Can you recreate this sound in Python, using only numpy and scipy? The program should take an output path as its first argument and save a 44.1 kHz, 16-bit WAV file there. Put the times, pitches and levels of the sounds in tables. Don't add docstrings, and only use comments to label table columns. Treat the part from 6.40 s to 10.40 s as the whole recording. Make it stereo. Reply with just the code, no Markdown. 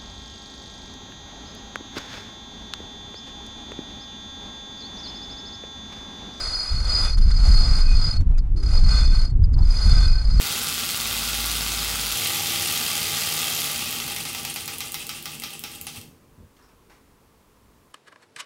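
import sys
import numpy as np
from scipy import signal
from scipy.fft import rfft, irfft
from scipy.io import wavfile
from scipy.ndimage import uniform_filter1d, minimum_filter1d

SR = 44100
rng = np.random.default_rng(int(sys.argv[2]) if len(sys.argv) > 2 else 0)


def wav_out(sig):
    wavfile.write(sys.argv[1], SR, np.round(np.clip(np.atleast_2d(sig).T, -1, 1) * 32767).astype(np.int16))


N = 176400
T = np.arange(N) / SR
HZ = np.fft.rfftfreq(N, 1 / SR)

# t/s, level/dB
PULLS = [
    [(0, -43.5), (.43, -49.5), (.52, -42), (.66, -41.5), (.74, -51.5), (.76, -68.5)],
    [(.75, -61), (.95, -51), (1.07, -44), (1.41, -45), (1.44, -50.5), (1.68, -46), (1.77, -52.5),
     (1.795, -74)],
    [(2.16, -67.5), (2.29, -51), (2.37, -47), (2.43, -51), (2.51, -43), (2.61, -43.5), (2.66, -48.5),
     (2.85, -50), (2.895, -68)],
    [(3.17, -63), (3.33, -49), (3.5, -43.5), (3.64, -45.5), (3.7, -51), (3.86, -55.5), (4, -50.5)],
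]
# t/s, low sheave level/dB, high sheave level/dB
SHEAVE_SENDS = [(0, 9, 10), (.2, 15, 20), (.45, 13.5, 10.5), (.58, 14.5, 19.5), (.66, 6, 10.5),
                (.74, 18.5, 16), (1.07, 12, 11), (1.18, 19.5, 18.5), (1.3, 9.5, 14.5), (1.52, 15, 11),
                (1.66, 14, 21.5), (1.76, 19.5, 9.5), (2.3, 12, 13.5), (2.56, 16, 9.5), (2.8, 15, 12),
                (3.35, 7.5, 13), (3.7, 14.5, 14)]
# t/s, rub level/dB, low sheave send/dB, high sheave send/dB
SLIPS = [(0.771, -43, 2, -10), (0.808, -48, -18, 17), (0.9, -44, 11, 10), (0.962, -70, 34, 43.5),
         (1.801, -49, -8.5, -22), (1.974, -47.5, 2, 10), (2.167, -53.5, 12, 12), (2.225, -49, -1, 16),
         (2.894, -55, 18.5, 6), (3.03, -54.5, 3.5, 16), (3.128, -52.5, 13.5, 16), (3.897, -58, -5, 17)]
# f/Hz, level/dB
RASP_EQ = [(400, -5), (1050, -4), (1280, 1.5), (1520, -1.5), (1720, -12), (2000, -4), (2700, -13),
           (3250, -13), (3900, -8.5), (4150, -4.5), (4600, -16.5), (5050, -10.5), (6500, -5.5), (8000, -12),
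           (10300, -15.5), (10950, -9.5)]
# f/Hz, width/Hz
SHEAVE_MODES = [(4356, 88), (4916, 145)]
AXLE_LOW_HZ, AXLE_MID_HZ, AXLE_HIGH_HZ, AXLE_THIN_HZ, AXLE_TOP_HZ = 1529, 2493, 3524, 6070, 9237
# f/Hz, width/Hz, level/dB relative to the rasp
BLOCK_MODES = [(AXLE_LOW_HZ, 30, -18), (AXLE_MID_HZ, 22, -22), (AXLE_HIGH_HZ, 70, -18),
               (AXLE_THIN_HZ, 70, -21), (7639, 60, -21), (AXLE_TOP_HZ, 55, -26), (10630, 90, -11)]
# t/s, length/s, f/Hz, level/dB
AXLE_SQUEALS = [(.62, .1, AXLE_HIGH_HZ, -44), (.63, .09, AXLE_MID_HZ, -46), (1.425, .14, AXLE_MID_HZ, -42),
                (1.44, .12, AXLE_THIN_HZ, -54), (1.45, .11, AXLE_TOP_HZ, -56),
                (1.945, .025, AXLE_MID_HZ, -59), (2.44, .35, AXLE_MID_HZ, -50.5),
                (2.48, .18, AXLE_LOW_HZ, -41), (2.53, .21, AXLE_HIGH_HZ, -41.5),
                (2.66, .22, AXLE_LOW_HZ, -49), (3.44, .25, AXLE_HIGH_HZ, -43.5),
                (3.42, .3, AXLE_LOW_HZ, -44), (3.44, .37, AXLE_MID_HZ, -50), (3.73, .1, AXLE_LOW_HZ, -44.5)]
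# f/Hz, level/dB
WIND_EQ = [(8, -20.5), (25, 5), (60, -6), (110, -16), (200, -29), (300, -40), (450, -52), (760, -71),
           (4000, -101)]
# t/s, level/dB
GUST_LEVELS = [(.28, -28), (.32, -9.5), (.42, -10.5), (.48, -16.5), (.9, -8), (2.08, -8.5), (2.17, -13),
               (2.4, -9.5), (2.68, -4), (2.8, -13.5), (3.05, -4), (3.35, -13), (3.55, -6.5), (3.88, -13),
               (3.95, -5)]
# t/s, length/s, f/Hz, level/dB
HULL_SLAPS = [(1.044, 0.043, 704, -39), (1.195, 0.1, 650, -43), (2.08, 0.3, 313, -43.5),
              (2.304, 0.13, 640, -43.5), (3.156, 0.09, 900, -44)]
SEA_EQ, SEA_DB = [(320, -14), (700, -8), (2000, -22), (11000, -43)], -56.5

RASP_DB, SHEAVE_DB, SHEAVE_PAN_DB = 11, 1, .75
CHATTER_HZ, REFERENCE_DB, DOUBLING_DB = 48, -45, 19
FIBRES_PER_S, FIBRE_SPREAD_DB, FIBRE_SHARE = 2500, 3.2, .45
RASP_CORR, RING_CORR, WIND_CORR = .76, .93, .33
WIND_LEFT_DB, LEFT_LEAD_S = -7.3, 3.9e-5


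def rope_through_blocks():
    rub, sheave_forces = rope_force()
    rasp = amp(RASP_DB) * rub * colour(friction(RASP_CORR), RASP_EQ)
    drive = friction(RING_CORR)
    sheaves = amp(SHEAVE_DB) * sum(ring(drive * force, hz, width, order=3)
                                   for force, (hz, width) in zip(sheave_forces, SHEAVE_MODES))
    body = amp(RASP_DB) * sum(amp(db + 3 * drift(rate_hz=6)) * ring(drive * rub, hz, width)
                              for hz, width, db in BLOCK_MODES)
    return rasp + body + sheaves * amp([[SHEAVE_PAN_DB], [-SHEAVE_PAN_DB]])


def rope_force(attack_s=.012, decay_s=.014):
    level = np.max([curve(pull, left=-100, right=-100) for pull in PULLS], axis=0)
    catches = np.array([chatter(level), chatter(level)])
    rub = .5 * catches.mean(0) + .5 * amp(level)
    times, *sends = np.transpose(SHEAVE_SENDS)
    sheave_forces = catches * amp([np.interp(T, times, send) for send in sends])
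    for start, db, low_db, high_db in SLIPS:
        age = np.maximum(T - start, 0)
        slip = amp(db) * np.minimum(age / attack_s, 1) * np.exp(-(age / decay_s) ** 2)
        rub += slip
        sheave_forces += slip * amp([[low_db], [high_db]])
    return rub, sheave_forces


def friction(correlation):
    snaps = rng.random(N) < FIBRES_PER_S / SR
    strength = amp(FIBRE_SPREAD_DB * np.minimum(rng.exponential(1, N), 4))
    grains = unit_rms(snaps * strength * rng.choice([-1., 1.], (2, N)))
    hiss = rng.standard_normal((2, N))
    return stereo(np.sqrt(FIBRE_SHARE) * grains + np.sqrt(1 - FIBRE_SHARE) * hiss, correlation)


def chatter(level, jitter=.25):
    speed_db = np.clip(level - REFERENCE_DB, -15, 6)
    turn_hz = CHATTER_HZ * 2 ** (speed_db / DOUBLING_DB) * (1 + jitter * drift(rate_hz=30))
    angle = 2 * np.pi * np.cumsum(turn_hz) / SR
    catch = unit_rms(np.sin(angle) + .5 * np.sin(2 * angle))
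    depth_db = 2.6 - .24 * speed_db
    trim_db = depth_db ** 2 * np.log(10) / 20
    return amp(level + depth_db * catch - trim_db)


def axle(wander_hz=12, flutter_db=3):
    squeals = np.zeros(N)
    for start, length, hz, db in AXLE_SQUEALS:
        pitch = hz + wander_hz * drift(rate_hz=52)
        tone = np.sin(2 * np.pi * np.cumsum(pitch) / SR)
        flutter = amp(flutter_db * drift(rate_hz=43))
        squeals += amp(db) * np.sqrt(abs(arch(start, length))) * unit_rms(tone * flutter)
    return squeals


def wind(crossover_hz=63, eddy_db=3.5, buffet_db=2.2):
    air = colour(stereo(rng.standard_normal((2, N)), WIND_CORR), WIND_EQ)
    low = lowpass(air, crossover_hz)
    swirl = stereo([drift(rate_hz=28), drift(rate_hz=28)], WIND_CORR)
    eddies = unit_rms(amp(eddy_db * swirl))
    gusts = amp(curve(GUST_LEVELS) + buffet_db * drift(rate_hz=7))
    return (low + (air - low) * eddies) * gusts * amp([[WIND_LEFT_DB], [0]])


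def sea():
    swell = amp(SEA_DB + 2 * drift(rate_hz=10))
    wash = swell * colour(stereo(rng.standard_normal((2, N)), correlation=.6), SEA_EQ)
    splash = friction(RASP_CORR)
    slaps = sum(amp(db) * arch(start, length) * ring(splash, hz, width_hz=.69 * hz, order=2)
                for start, length, hz, db in HULL_SLAPS)
    return wash + slaps


def amp(db):
    return 10 ** (np.asarray(db) / 20)


def unit_rms(x):
    return x / np.sqrt(np.mean(x ** 2, axis=-1, keepdims=True) + 1e-20)


def curve(points, **ends):
    return np.interp(T, *np.transpose(points), **ends)


def arch(start, length):
    return np.sin(np.pi * np.clip((T - start) / length, 0, 1))


def colour(x, eq):
    hz, db = np.transpose(eq)
    gain = amp(np.interp(np.log(HZ + 1), np.log(hz), db))
    return unit_rms(irfft(rfft(x) * gain, N))


def lowpass(x, cutoff_hz):
    return irfft(rfft(x) / (1 + (HZ / cutoff_hz) ** 4), N)


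def drift(rate_hz):
    return unit_rms(lowpass(rng.standard_normal(N), rate_hz))


def stereo(x, correlation):
    return np.array([x[0], correlation * x[0] + np.sqrt(1 - correlation ** 2) * x[1]])


def ring(x, hz, width_hz, order=1):
    t = T[:6000]
    mode = t ** (order - 1) * np.exp(-np.pi * width_hz * t) * np.sin(2 * np.pi * hz * t)
    return signal.oaconvolve(x, mode[None] / np.linalg.norm(mode), axes=1)[:, :N]


def scene():
    left, right = rope_through_blocks() + axle()
    right = irfft(rfft(right) * np.exp(-2j * np.pi * HZ * LEFT_LEAD_S), N)
    return np.array([left, right]) + wind() + sea()


def record(dry):
    ceiling, cutoff_hz = .92, 11080
    gain = np.minimum(1, ceiling / (abs(dry).max(0) + 1e-9))
    held = minimum_filter1d(gain, size=401)
    smoothed = uniform_filter1d(uniform_filter1d(held, size=201), size=201)
    high_cut = signal.firwin(801, cutoff_hz, window=("kaiser", 8), fs=SR)
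    return signal.oaconvolve(dry * smoothed, high_cut[None], "same")


dry = scene()
out = record(dry)
wav_out(out)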